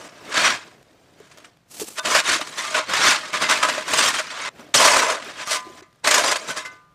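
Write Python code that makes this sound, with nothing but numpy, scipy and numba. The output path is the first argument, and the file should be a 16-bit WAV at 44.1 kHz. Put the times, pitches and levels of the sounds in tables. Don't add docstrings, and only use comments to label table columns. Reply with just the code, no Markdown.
import sys
import numpy as np
from scipy import signal
from scipy.fft import rfft, irfft, next_fast_len
from scipy.io import wavfile
from numba import njit

SR = 44100
rng = np.random.default_rng(int(sys.argv[2]) if len(sys.argv) > 2 else 0)


def master(y):
    cut = np.clip(np.atleast_2d(y).T, -1, 1)
    pcm = np.round(cut * 32767)
    wavfile.write(sys.argv[1], SR, pcm.astype(np.int16))


N = 306432
STEP = 32


def from_db(db):
    return np.exp(np.asarray(db) * np.log(10) / 20)


def rms_one(x):
    return x / np.sqrt(np.mean(x ** 2) + 1e-20)


def every_sample(coarse):
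    return np.interp(np.arange(N) / STEP, np.arange(len(coarse)), coarse)


def drift(rate_hz):
    pole = np.exp(-2 * np.pi * rate_hz * STEP / SR)
    noise = rng.standard_normal(N // STEP + 1002)
    slow = signal.lfilter([1], [1, -2 * pole, pole * pole], noise)[1000:]
    return every_sample(rms_one(slow))


def coloured(x, spectrum):
    size = next_fast_len(N)
    hz, db = np.transpose(spectrum)
    bins_hz = np.arange(size // 2 + 1) * SR / size
    gain = from_db(np.interp(np.log(bins_hz + 1), np.log(hz), db))
    return rms_one(irfft(rfft(x, size) * gain, size)[:N])


def brightened(x, bright_db, corner_hz):
    low = signal.lfilter(*signal.butter(1, corner_hz, fs=SR), x)
    return low + from_db(bright_db) * (x - low)


def grit(per_s, spread_db, clump_db):
    sizes = from_db(spread_db * np.minimum(rng.exponential(1, N), 5)) * rng.choice([-1, 1], N)
    born = rng.random(N) < per_s / SR
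    return rms_one(sizes * born * from_db(clump_db * drift(53)))


def shortfall(rows):
    t = np.arange(0, N + STEP, STEP) / SR
    full, rise, hold, fall = np.transpose(rows)[:4, :, None]
    early = np.maximum(full - t, 0)
    late = np.maximum(t - full - hold, 0)
    return 20 * (early / np.maximum(rise, .002) + late / np.maximum(fall, .002))


def add_at(out, start_s, sound):
    at = round(start_s * SR)
    out[at:at + len(sound)] += sound[:N - at]


# frequency in Hz, relative density in dB per Hz.
YARD = [(12, -37), (20, -8.5), (27, -18.5), (166, -5.5), (202, -18), (259, -15.5), (289, -16), (614, -20),
        (4000, -31.5), (15500, -45.5)]
YARD_DB = -61.5


def yard_hum():
    return from_db(YARD_DB + 1.0 * drift(3)) * coloured(rng.standard_normal(N), YARD)


# delay in seconds, level in dB.
WALL_ECHOES = [(.007, -24.5), (.013, -25.5), (0.023, -29.5)]


def wall_echoes(dry):
    dull = signal.lfilter([.4], [1, -.6], dry)
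    return sum(from_db(db) * np.pad(dull, (round(lag * SR), 0))[:N] for lag, db in WALL_ECHOES)


# full from in seconds, rise in seconds per 20 dB,
# hold in seconds, fall in seconds per 20 dB, full level in dB.
SHOWER = [(1.721, 0.03, 0.073, 0.07, -42), (1.799, 0.01, 0.032, 0.04, -32), (1.869, 0.03, .02, 0.23, -40.5)]
# frequency in Hz, relative density in dB per Hz.
SHOWER_COLOUR = [(88, -43), (150, -13.5), (197, -3), (414, -3.5), (1530, -12), (7770, -4), (14200, -13.5),
                 (16000, -22)]


def shower():
    level = from_db(np.transpose(SHOWER)[4, :, None] - shortfall(SHOWER)).sum(0)
    patter = coloured(grit(9000, spread_db=2.5, clump_db=2.5), SHOWER_COLOUR)
    return every_sample(level) * patter


# start in seconds, relative strength in dB, pitch in Hz.
THUDS = [(0.673, -33, 420), (1.202, -23.5, 410), (1.815, -8, 418), (1.828, -16, 330), (2.356, -13.5, 319),
         (2.415, -18, 302), (3.774, -15, 581), (4.197, -20, 630), (4.591, -27, 213), (5.22, -29, 249),
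         (5.262, -30, 300), (5.667, -22, 352), (5.698, -22, 353), (5.82, -25, 368), (6.14, -18, 555),
         (6.496, -26, 543)]


def thuds():
    out, t = np.zeros(N), np.arange(SR // 8) / SR
    shape = (1 - np.exp(-t / 0.0065)) * np.exp(-t / 0.0049)
    for start_s, strength_db, hz in THUDS:
        puff = rng.standard_normal(len(t)) * 0.46
        tone = np.sin(2 * np.pi * hz * t)
        add_at(out, start_s, from_db(strength_db) * shape * (puff + tone))
    return signal.sosfilt(signal.butter(2, 900, fs=SR, output="sos"), out)


# start in seconds, relative strength in dB.
SNAPS = [(0.396, -12), (0.4414, -24), (0.455, -17), (0.828, -34), (1.2015, -31), (1.2714, -43),
         (1.313, -36), (1.3458, -38.5), (1.3736, -29), (1.3844, -25), (1.4032, -36), (1.571, -39),
         (1.7978, -14), (1.9245, -25.5), (2.4096, -14), (2.936, -10), (2.9646, -8), (3.331, -14),
         (3.418, -9), (3.935, -1), (4.089, -4), (4.3043, -33), (5.2455, -22), (5.474, -9.5), (5.526, -13),
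         (5.8235, -39), (5.9285, -40), (5.9589, -41.5), (5.9994, -47), (6.0437, -25)]


def snaps():
    out, t = np.zeros(N), np.arange(SR // 50) / SR
    for start_s, strength_db in SNAPS:
        crack = np.exp(-t / 0.0021) * rng.uniform(-0.1, 1, len(t))
        add_at(out, start_s, from_db(strength_db) * crack)
    return signal.sosfilt(signal.butter(1, [900, 6000], "band", fs=SR, output="sos"), out)


# frequency in Hz, relative density in dB per Hz.
RUMBLE = [(20, -31), (60, -17), (120, -11.5), (300, -2.5), (450, -5), (700, -5), (1400, -35)]


def ground_rumble(level_db):
    return from_db(level_db) * coloured(grit(4000, spread_db=2.0, clump_db=2.0), RUMBLE)


# frequency in Hz, relative level in dB, T60 in seconds when held free.
BLADE = [(307, -6, .45), (624, 4, .35), (655, -1, .3), (727, -8, .6), (899, -9, .7), (1015, -3, .9),
         (1072, -2, .4), (1145, -5, .3), (1203, -2, 1.2), (1265, -5, .3), (1305, -7, .6), (1419, -12, 1.2),
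         (1507, -2, .45), (1650, -7, .3), (1733, -6, .4), (1949, -8, .5), (2062, -3, .3), (2258, -9, .3),
         (2422, -11, .3), (2590, -9, .35), (2680, -10, .3), (2760, -11, .3), (2929, -13, .2),
         (3095, -12, .25), (3386, -13, .25), (3601, -12, .15), (3779, -14, .2), (3962, -15, .15),
         (4300, -14, .15)]
# start in seconds, relative strength in dB,
# frequency in Hz of the mode that the place of the blow favours.
CLANKS = [(1.982, -35, 624), (1.99, -26, 1507), (1.995, -29, 3601), (2.05, -22, 624), (2.395, -24, 624),
          (2.529, -36.5, 1072), (2.64, -34, 624), (2.746, -17, 1507), (2.795, -20, 624), (3.2, -41, 624),
          (3.235, -33, 1265), (3.345, -28, 1072), (3.426, -20.5, 1072), (3.44, -20, 2062), (3.5, -32, 624),
          (3.519, -18, 1507), (3.632, -13.5, 1265), (3.689, -19.5, 624), (3.78, -23.5, 624),
          (4.2, -21, 624), (5.476, -26.5, 1203), (5.53, -37, 1203), (5.555, -26, 1015), (5.57, -32, 1507),
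          (5.578, -31, 2062), (6.501, -21, 1507), (6.577, -33, 1733), (6.601, -41, 1203),
          (6.651, -29, 2062), (6.655, -35.5, 1507)]
PRESSED_T60_S = 0.023


@njit
def ring(push, turn, keep):
    out, re, im, c, s = np.zeros(len(push)), 0., 0., np.cos(turn), np.sin(turn)
    for i in range(len(push)):
        re, im = keep[i] * (re * c - im * s) + push[i], keep[i] * (re * s + im * c)
        out[i] = im
    return out


def blade(push, free):
    out = 0
    start_s, clank_db, favoured_hz = np.transpose(CLANKS)
    knock_at = np.round(start_s * SR).astype(int)
    for hz, level_db, free_t60 in BLADE:
        t60 = PRESSED_T60_S * (free_t60 / PRESSED_T60_S) ** free[::STEP]
        keep = np.repeat(from_db(-60 / SR / t60), STEP)
        uneven_db = 3 * drift(8)
        drive = push * from_db(level_db - 35 + uneven_db)
        favoured = np.exp(-(np.log(hz / favoured_hz) / 0.021) ** 2)
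        stray = from_db(level_db - 25.0 + rng.normal(0, 4.3, len(start_s)))
        drive[knock_at] += from_db(clank_db) * (favoured + stray)
        out = out + ring(drive, 2 * np.pi * hz / SR, keep)
    return signal.sosfilt(signal.butter(3, 400, "high", fs=SR, output="sos"), out)


# start in seconds, level in dB.
JOLTS = [(0.084, -42.5), (0.34, -22.5), (0.4414, -17), (1.312, -46), (1.3723, -47), (1.442, -45),
         (2.108, -27), (2.145, -23), (2.4097, -25.5), (2.578, -27), (2.7406, -22), (2.934, -17),
         (2.9652, -21), (3.328, -30), (3.4191, -20), (3.507, -18), (3.625, -18.5), (3.685, -22),
         (3.7763, -33), (3.8776, -31), (3.933, -18.5), (3.971, -20), (4.138, -21.5), (4.184, -24.5),
         (4.3013, -28.5), (4.5915, -45), (4.845, -19), (4.872, -16.5), (5.0974, -25.5), (5.22, -45),
         (5.244, -39), (5.4615, -39.5), (5.505, -32.5), (5.5268, -31), (5.776, -52), (5.823, -47),
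         (6.0709, -19.5), (6.108, -16.5), (6.14, -13), (6.177, -21), (6.277, -28), (6.311, -19.5),
         (6.355, -26)]
JOLT_RISE_S, JOLT_T60_S = 0.0053, 0.077
JOLT_RING_DB = -4.5
JOLT_BRIGHT_DB = 2


def jolts():
    out, t = np.zeros(N), np.arange(SR // 2) / SR
    rise = np.minimum(t / JOLT_RISE_S, 1)
    decay = from_db(-60 * np.maximum(t - JOLT_RISE_S, 0) / JOLT_T60_S)
    for start_s, level_db in JOLTS:
        add_at(out, start_s, from_db(level_db) * rise * decay)
    return out


def stones(lowest_hz, highest_hz, t60, count):
    clicks = grit(6000, spread_db=4.0, clump_db=1.0)
    dealt = rng.integers(0, count, N)
    detune = from_db(rng.normal(0, 0.14, count))
    out = 0
    for k, hz in enumerate(np.geomspace(lowest_hz, highest_hz, count) * detune):
        r = from_db(-60 / SR / t60 * np.sqrt(hz / lowest_hz))
        turn = 2 * np.pi * hz / SR
        gain = np.sqrt(hz * (1 - r))
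        own_clicks = clicks * (dealt == k) + 1e-18
        out = out + signal.lfilter([gain, 0, -gain], [1, -2 * r * np.cos(turn), r * r], own_clicks)
    return out


# frequency in Hz, relative density in dB per Hz.
CRUNCH = [(150, -47), (300, -30.5), (600, -13), (1000, 1), (1600, 3.5), (2500, 0.5), (4000, -1.5),
          (6000, -3.5), (8300, -6.5), (10000, -14), (13000, -26), (16000, -25.5)]


def crunch(edge, crunch_db, bright_db, burst):
    ringing = rms_one(stones(900.2, 14000, t60=0.12, count=90))
    grain = coloured(edge + from_db(-4.0) * ringing, CRUNCH)
    scrape = from_db(crunch_db) * brightened(grain, bright_db, corner_hz=4500)
    jolt = burst * brightened(grain, bright_db + JOLT_BRIGHT_DB, corner_hz=4500)
    return scrape + jolt


# full from in seconds,
# rise in seconds per 20 dB, hold in seconds, fall in seconds per 20 dB, full crunch level in dB,
# brightness at full level in dB, ground rumble over crunch in dB, drive of the blade over crunch in dB
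STROKES = [ (0.0, .1, 0.081, 0, -43, 1, -3.5, 5.5, .3), (0.122, -0.5, .1, 0.11, -49.5, -10, -4, 4, .3),
           (0.31, 0.12, .01, .1, -35, -4, -0.5, -5, .1),
           (0.369, .06, .14, .08, -16, -11, -18.5, -11, 0.088), (0.6, 2, 0.052, 0.2, -47.5, -7, 0, -2, .1),
           (0.765, .2, 0.41, .3, -62, -2.5, 3, -8, .15), (1.196, 0.14, 0.26, 0.17, -55, -3, -2, -8, .2),
           (1.985, 0.03, 0.013, 0, -27, 3, -19, 7, .85),
           (2.054, .02, 0.077, 0.11, -21.5, 0.5, -14.5, -2, 0.36),
           (2.15, 0.04, 0.054, 0.0145, -15.5, -3, -22.5, -9, .2),
           (2.288, 0.0728, 0.059, 0.0741, -16, -2.5, -19, -11.5, .2),
           (2.44, 0.5, .12, 0.1, -40, 2.5, -7.5, -8, 0.57),
           (2.581, .045, .15, .1, -29, -1, -17.5, -0.5, 0.73),
           (2.75, .01, .045, 0.05, -19, -6.5, -24, 4, 0.54),
           (2.893, 0.04, .05, 0.14, -28.5, -3.5, -5, 3, .2),
           (3.05, 0.142, 0.048, .11, -11, -4.5, -19, -11, .2),
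           (3.198, -0.05, .1, 0.12, -34.5, -3, -13, 5, 0.91),
           (3.345, .03, .015, 0.11, -24, -8, -13, -4.5, .7),
           (3.42, .04, .025, 0.07, -20, -7.5, -14.5, -5, 0.7),
           (3.494, 0.02, 0.028, 0.0861, -15, -4, -20, -6.5, 0.65),
           (3.557, .05, .15, .15, -25, -4, -17.5, 4, 0.64),
           (3.753, 0.3, .04, 0.11, -30, -5, -8.5, -7, 0.58),
           (3.901, 0.08, 0.032, .1, -25, -1.5, -9.5, -10, .3), (3.991, .1, .1, 0.06, -17, 1, -18, -5, .4),
           (4.132, 0, 0.072, .035, -24, -4.5, -19.5, -10, 0.35),
           (4.248, 0.4, 0.066, 0.07, -35, -6.5, -15.5, -9, 0.69),
           (4.4, 0.14, .09, .002, -27, -14, -20, -2, .35), (4.601, 0.16, .01, 0.3, -47.5, -9, 1.5, -3, .02),
           (4.742, 0, .03, 0.2064, -17, 8.5, -13, 1, .02),
           (4.802, .03, .19, 0.1041, -16, 2, -21, 4.5, 0.11),
           (5.031, 0, .1, 0.0838, -24, -0.5, -19, 7.5, .15), (5.26, 0.1, .03, .15, -36.5, -8, -6, -5, .2),
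           (5.417, 0.11, .01, 0.06, -29.5, -7, -15, -4.5, .4),
           (5.521, .1, .04, 0.0569, -28, 8, -20, 7, 0.68), (5.576, 0, 0.235, 0, -48, -1.5, -1.5, 0, .92),
           (5.86, -0.5, .15, 0.5, -69, -3, -3, -0.5, 0.85),
           (6.044, 0.0057, .27, 0.08, -22.5, 3, -19.5, 4.5, .05),
           (6.397, 0.07, .05, .1, -38, 1.5, -9, 5.5, .3),
           (6.489, .03, 0.016, 0.0643, -26, 2.5, -10, 2.5, .5),
           (6.574, .02, .01, 0.07, -27.5, 1.5, -16.5, 4, 0.74),
           (6.651, .006, .01, 0.04, -35, 1.5, -13, -1, 0.94),
           (6.7, 0.5, .03, 0.13, -50.5, -6, -5, -0.5, 0.97)]
DULLING = 0.23
FREE_LOSS_DB = 14


def strokes():
    short_db = shortfall(STROKES)
    level_db, bright_db, *colour = np.transpose(STROKES)[4:, :, None]
    power = from_db(2 * np.maximum(level_db - short_db, -200))
    total = power.sum(0)
    colour = [bright_db - DULLING * np.minimum(short_db, 30), *colour]
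    curves = [10 * np.log10(total)] + [(power * c).sum(0) / total for c in colour]
    return [every_sample(c) for c in curves]


def scene():
    crunch_db, bright_db, rumble_db, ring_db, free = strokes()
    free = np.clip(free, 0, 1)
    burst = jolts()
    edge = grit(12000, spread_db=2.5, clump_db=2.5)
    shake = from_db(crunch_db + ring_db - FREE_LOSS_DB * free) + from_db(JOLT_RING_DB) * burst
    dry = ground_rumble(crunch_db + rumble_db) + thuds() + snaps() + shower()
    dry = dry + blade(edge * shake, free) + crunch(edge, crunch_db, bright_db, burst)
    return (yard_hum() + wall_echoes(dry) + dry)[None]


def record(dry):
    thin = signal.sosfilt(signal.butter(2, 45, "high", fs=SR, output="sos"), dry)
    rounded = .72 * np.tanh(thin / .72)
    return signal.sosfilt(signal.cheby2(16, 80, 16200, fs=SR, output="sos"), rounded)


dry = scene()
out = record(dry)
master(out)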